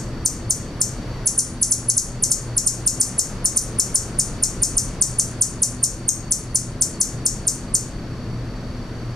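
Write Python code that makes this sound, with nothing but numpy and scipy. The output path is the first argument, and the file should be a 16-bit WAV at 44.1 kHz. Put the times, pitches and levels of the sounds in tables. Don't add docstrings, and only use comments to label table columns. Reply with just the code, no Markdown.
import sys
import numpy as np
from scipy import signal
from scipy.fft import rfft, irfft
from scipy.io import wavfile
from scipy.ndimage import uniform_filter1d

SR = 44100
rng = np.random.default_rng(int(sys.argv[2]) if len(sys.argv) > 2 else 0)


def master(y):
    cut = np.clip(np.atleast_2d(y).T, -1, 1)
    pcm = np.round(cut * 32767)
    wavfile.write(sys.argv[1], SR, pcm.astype(np.int16))


N = 403515
TIME = np.arange(N) / SR
SONG_TIME = np.arange(-SR // 4, N) / SR
BIN_HZ = np.maximum(np.arange(N // 2 + 1) * SR / N, 1)


def from_db(db):
    return 10 ** (np.asarray(db) / 20)


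def gain_at(spectrum, hz):
    frequency_hz, level_db = np.transpose(spectrum)
    return from_db(np.interp(np.log(hz), np.log(frequency_hz), level_db))


def colour(x, spectrum):
    size = x.shape[-1]
    hz = np.maximum(np.arange(size // 2 + 1) * SR / size, 1)
    return irfft(rfft(x) * gain_at(spectrum, hz), size)


# pitch_hz, gain_db
FUNDAMENTAL = [(3600, -15), (4300, -12), (5000, -12), (5800, -1.5), (7000, -0.5), (8200, -5.5), (9500, -3),
               (10500, -1.5)]
# harmonic_hz, gain_db
SECOND_HARMONIC = [(7500, -27), (9500, -15), (11500, -12), (14000, -27.5), (16000, -59), (20000, -62)]
# frequency_hz, gain_db
WHISTLE_HISS = [(4000, -33), (7000, -24), (10500, -16), (12000, -23.5), (15000, -39.5)]
# time_s, depth_hz, rate_hz, lowest_hz
QUAVER = (6.091, 600, 300, 5100)
DIVE_HZ, DIVE_HZ_PER_S = 7000, 740000


def chip(t, top_hz, hold_s, hold_db, treble_db, quavers, curve=2.2, scoop_hz=300, jitter_hz=70,
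         lowest_hz=4320, fade_hz=450, attack_s=0.0048, swell_db=5, peak_lead_s=0.0026):
    bend_s = curve * (top_hz - DIVE_HZ) / DIVE_HZ_PER_S
    lead_s = hold_s + bend_s
    descent = np.clip(1 + t / bend_s, 0, 1) ** curve + curve * np.maximum(t, 0) / bend_s
    scoop = np.clip((-t - bend_s) / bend_s, 0, 1) ** 2
    jitter = uniform_filter1d(rng.standard_normal(len(t)), size=50)
    hz = top_hz - (top_hz - DIVE_HZ) * descent - scoop_hz * scoop + jitter_hz * jitter / np.std(jitter)
    if quavers:
        _, depth_hz, rate_hz, lowest_hz = QUAVER
        wobble = -np.sin(np.pi / 2 * np.minimum(descent, 2)) ** .5 * np.cos(2 * np.pi * rate_hz * t)
        hz = hz + depth_hz * (wobble + np.maximum(descent - 1, 0))
    hz = np.maximum(hz, lowest_hz - fade_hz)
    onset = np.clip((t + lead_s) / attack_s, 0, 1)
    fade = np.clip((hz - lowest_hz + fade_hz) / (2 * fade_hz), 0, 1)
    to_peak = np.clip((-t - peak_lead_s) / max(lead_s - peak_lead_s, .001), 0, 1)
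    pressure = onset * fade * from_db(hold_db * np.sqrt(to_peak) - swell_db * to_peak ** 2)
    phase = 2 * np.pi * np.cumsum(hz) / SR
    strength = gain_at(FUNDAMENTAL, hz)
    octave = gain_at(SECOND_HARMONIC, 2 * hz) * np.sin(2 * phase)
    hiss = strength * colour(rng.standard_normal(len(t)), WHISTLE_HISS)
    return np.sqrt(2) * pressure * (strength * np.sin(phase) + from_db(treble_db) * (octave + hiss))


# mid_dive_s, held_pitch_hz, gain_db, hold_gain_db
CHIPS = [(-0.062, 8930, -14.5, -11), (0.261, 9210, -9, -7.5), (0.5086, 9400, -9.5, -8),
         (0.817, 9500, -8, -10.5), (1.2743, 10330, -9.5, -4.6), (1.3912, 9670, -9.5, -1),
         (1.63, 10110, -9, -4.1), (1.7224, 10000, -9, -4.5), (1.9003, 10180, -9.5, -7.5),
         (1.9806, 9800, -6.9, -10.5), (2.238, 9820, -8.5, -10), (2.3187, 9560, -7.8, -8),
         (2.5803, 9790, -9, -10.5), (2.675, 9390, -7.1, -6.5), (2.8762, 9550, -6.5, -8),
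         (3.014, 9540, -6, -8.5), (3.1944, 9900, -7.5, -11.5), (3.458, 9600, -8.5, -7),
         (3.5753, 9540, -7.6, -5.5), (3.7996, 9730, -7, -10.5), (3.9574, 9590, -7, -7.5),
         (4.1985, 9600, -8, -5), (4.4374, 9600, -8, -5.5), (4.6341, 9630, -7, -7.5),
         (4.7814, 9480, -7.5, -6), (5.0237, 9400, -7, -4.8), (5.198, 9810, -9, -6),
         (5.4224, 9520, -9, -3.5), (5.632, 9750, -9.5, -3.5), (5.84, 9460, -8.6, -3.5),
         (6.0909, 9300, -8.5, -8), (6.322, 9960, -10, -6.5), (6.5582, 9630, -10, -4.5),
         (6.822, 9500, -9.5, -6.0), (7.0143, 9790, -8, -11), (7.265, 9530, -8, -9.5),
         (7.481, 9600, -9.0, -5.7), (7.7512, 9250, -9, -6)]
# time_s, gain_db
TREBLE = [(0.3, 1), (1.6, -2), (2.5, 0), (3.3, 1), (4.8, -1.5), (7.7, 0)]
DIVE_TIMES_S = np.array(CHIPS)[:, 0]


def hummingbird(gain_db=0.35, single_hold_s=0.0065, pair_extra_s=0.002, pair_gap_s=0.16):
    song = np.zeros(len(SONG_TIME))
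    for dive_s, top_hz, chip_db, hold_db in CHIPS:
        span = slice(*np.searchsorted(SONG_TIME, [dive_s - .02, dive_s + .01]))
        quavers = abs(dive_s - QUAVER[0]) < .05
        paired = np.sum(abs(DIVE_TIMES_S - dive_s) < pair_gap_s) > 1
        hold_s = single_hold_s + pair_extra_s * paired
        treble_db = np.interp(dive_s, *np.transpose(TREBLE))
        whistle = chip(SONG_TIME[span] - dive_s, top_hz, hold_s, hold_db, treble_db, quavers)
        song[span] += from_db(chip_db + gain_db) * whistle
    return song


# delay_s, gain_db
REFLECTIONS = [(.0007, -9), (.0046, -6.5), (.0084, -25), (0.0144, -14), (0.0173, -11.5)]
# frequency_hz, gain_db
SCATTER = [(4000, 3), (6000, 3.5), (8000, 3.5), (9600, 3.5), (11000, 3), (13000, 4.5), (15000, -4.5)]
# frequency_hz, gain_db
ECHO_SIDE = [(4000, -30), (6300, -5.5), (7300, -8), (8400, -28), (9600, -6.5), (11000, -19), (13000, -29)]


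def garden_echoes(song, leaves_db=-6, leaves_t60_s=0.15, walls_db=-6.5, walls_t60_s=0.35,
                  gap_s=0.0012, absorption_hz=8400, absorption_db_per_s=45):
    t = TIME[:SR // 2]
    power = 0
    for level_db, t60_s in (leaves_db, leaves_t60_s), (walls_db, walls_t60_s):
        decay = from_db(-60 * t / t60_s) ** 2 * np.clip(t / gap_s - 1, 0, 1)
        power = power + from_db(level_db) ** 2 * decay / decay.sum()
    chip_headings = rng.integers(0, 5, len(CHIPS) + 1)
    heading = chip_headings[np.searchsorted(DIVE_TIMES_S - .025, SONG_TIME)]
    lowpass = signal.butter(2, absorption_hz, fs=SR, output="sos")
    side_fade = np.minimum(2 - 2 * t / t[-1], 1)
    mid_side = np.zeros((2, N))
    for direction in np.unique(heading):
        scatter = colour(rng.standard_normal((2, len(t))), SCATTER)
        dull = signal.sosfiltfilt(lowpass, scatter)
        treble = (scatter - dull) * from_db(-absorption_db_per_s * t)
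        paths = np.sqrt(power) * (dull + treble)
        for delay_s, gain_db in REFLECTIONS:
            arrival = round(abs(delay_s + rng.normal(0, .0001)) * SR)
            paths[:, arrival] += from_db(gain_db) * np.array([1, rng.choice([-1, 1])])
        paths[0, 0] += 1
        paths[1] = colour(paths[1], ECHO_SIDE) * side_fade
        heard = signal.oaconvolve([song * (heading == direction)], paths, axes=1)
        mid_side += heard[:, len(song) - N:len(song)]
    return mid_side


def port_resonance(x, centre_hz=6510, width_hz=3400, peak_gain=0.64):
    radius = np.exp(-np.pi * width_hz / SR)
    gain = (1 - radius ** 2) / 2
    section = [gain, 0, -gain, 1, -2 * radius * np.cos(2 * np.pi * centre_hz / SR), radius ** 2]
    return peak_gain * signal.sosfilt([section, section], x)


# frequency_hz, density_db
TOWN_MID = [(12, -64), (24, -52.5), (46, -48.5), (56, -64.5), (72, -54), (180, -56), (300, -62.5),
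            (600, -68.5), (820, -74.5), (1100, -73.5), (1800, -78.5), (3200, -87), (5800, -87),
            (7500, -96.5), (12000, -102), (14000, -122)]
# frequency_hz, density_db
TOWN_SIDE = [(20, -72), (150, -77.5), (400, -84), (1000, -83.5), (3000, -90), (6100, -92), (7500, -99),
             (11500, -105), (13500, -125)]
# time_s, rumble_gain_db, rush_gain_db
TOWN_SWELLS = [(0.0, 0.8, 0.1), (0.7, 0.7, 0.1), (1.1, 0.5, 1.8), (1.45, -3, -1.3), (2.2, 0.3, -0.9),
               (3.1, -0.7, 1.3), (3.55, -0.5, 1.2), (3.9, 1, 1.9), (4.6, 1.5, 1.6), (5.25, 0.5, 0.8),
               (5.65, -1.5, -1.1), (6.6, -1.5, -2.2), (7.1, 0, -0.2), (8.1, 0.5, -1), (9.15, -1, -0.6)]


def town(split_hz=450):
    time_s, *gains_db = np.transpose(TOWN_SWELLS)
    rumble_gain, rush_gain = [from_db(np.interp(TIME, time_s, db)) for db in gains_db]
    white = rng.standard_normal((2, N)) * np.sqrt(SR / 2)
    traffic = colour(white[0], TOWN_MID)
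    rumble = irfft(rfft(traffic) / (1 + (BIN_HZ / split_hz) ** 4), N)
    mid = rumble * rumble_gain + (traffic - rumble) * rush_gain
    side = colour(white[1], TOWN_SIDE) * rush_gain
    return np.array([mid, side])


def wavering_tone(hz, width_hz):
    line = irfft(rfft(rng.standard_normal(N)) / (1 + ((BIN_HZ - hz) / width_hz) ** 2), N)
    return line / np.std(line)


# pitch_hz, level_db, flutter_width_hz
HUM_LINES = [(119.4, -35, 6.4), (207.2, -49.5, 2.9), (249.2, -44, 4), (332.6, -48.5, 3.3),
             (437, -61.5, 2.7)]


def machine_hum(steady_share=0.7):
    hum = 0
    for pitch_hz, level_db, width_hz in HUM_LINES:
        tone = np.sqrt(2 * steady_share) * np.sin(2 * np.pi * (pitch_hz * TIME + rng.random()))
        flutter = np.sqrt(1 - steady_share) * wavering_tone(pitch_hz, width_hz)
        hum = hum + from_db(level_db) * (tone + flutter)
    return hum


# centre_hz, level_db, width_hz
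WHINE_BANDS = [(4510, -53, 48), (6035, -73, 20), (8000, -75, 15)]


def whine(side_db=-5):
    mid_side = np.zeros((2, N))
    for centre_hz, level_db, width_hz in WHINE_BANDS:
        mid_side[0] += from_db(level_db) * wavering_tone(centre_hz, width_hz)
        mid_side[1] += from_db(level_db + side_db) * wavering_tone(centre_hz, width_hz)
    return mid_side


def limiter(x, threshold_db=-5.0, attack_s=0.00028, release_s=0.064):
    peak_db = 20 * np.log10(np.abs(x).max(axis=0) + 1e-9)
    excess_db = np.maximum(peak_db - threshold_db, 1e-9)
    release = TIME / release_s
    held_db = np.exp(np.maximum.accumulate(np.log(excess_db) + release) - release)
    pole = np.exp(-1 / (attack_s * SR))
    reduction_db = signal.lfilter([1 - pole], [1, -pole], held_db)
    return x * from_db(-reduction_db)


def scene(pan_db=0.42):
    bird_mid, bird_side = garden_echoes(hummingbird())
    bird_side = bird_side + port_resonance(bird_mid)
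    back_mid, back_side = town() + whine()
    background = (back_mid + machine_hum()) * from_db([[pan_db], [-pan_db]])
    return bird_mid + background + (bird_side + back_side) * np.array([[1], [-1]])


def record(dry, cutoff_hz=15900):
    lowpass = signal.cheby2(14, 40, cutoff_hz, fs=SR, output="sos")
    return signal.sosfiltfilt(lowpass, limiter(dry))


dry = scene()
out = record(dry)
master(out)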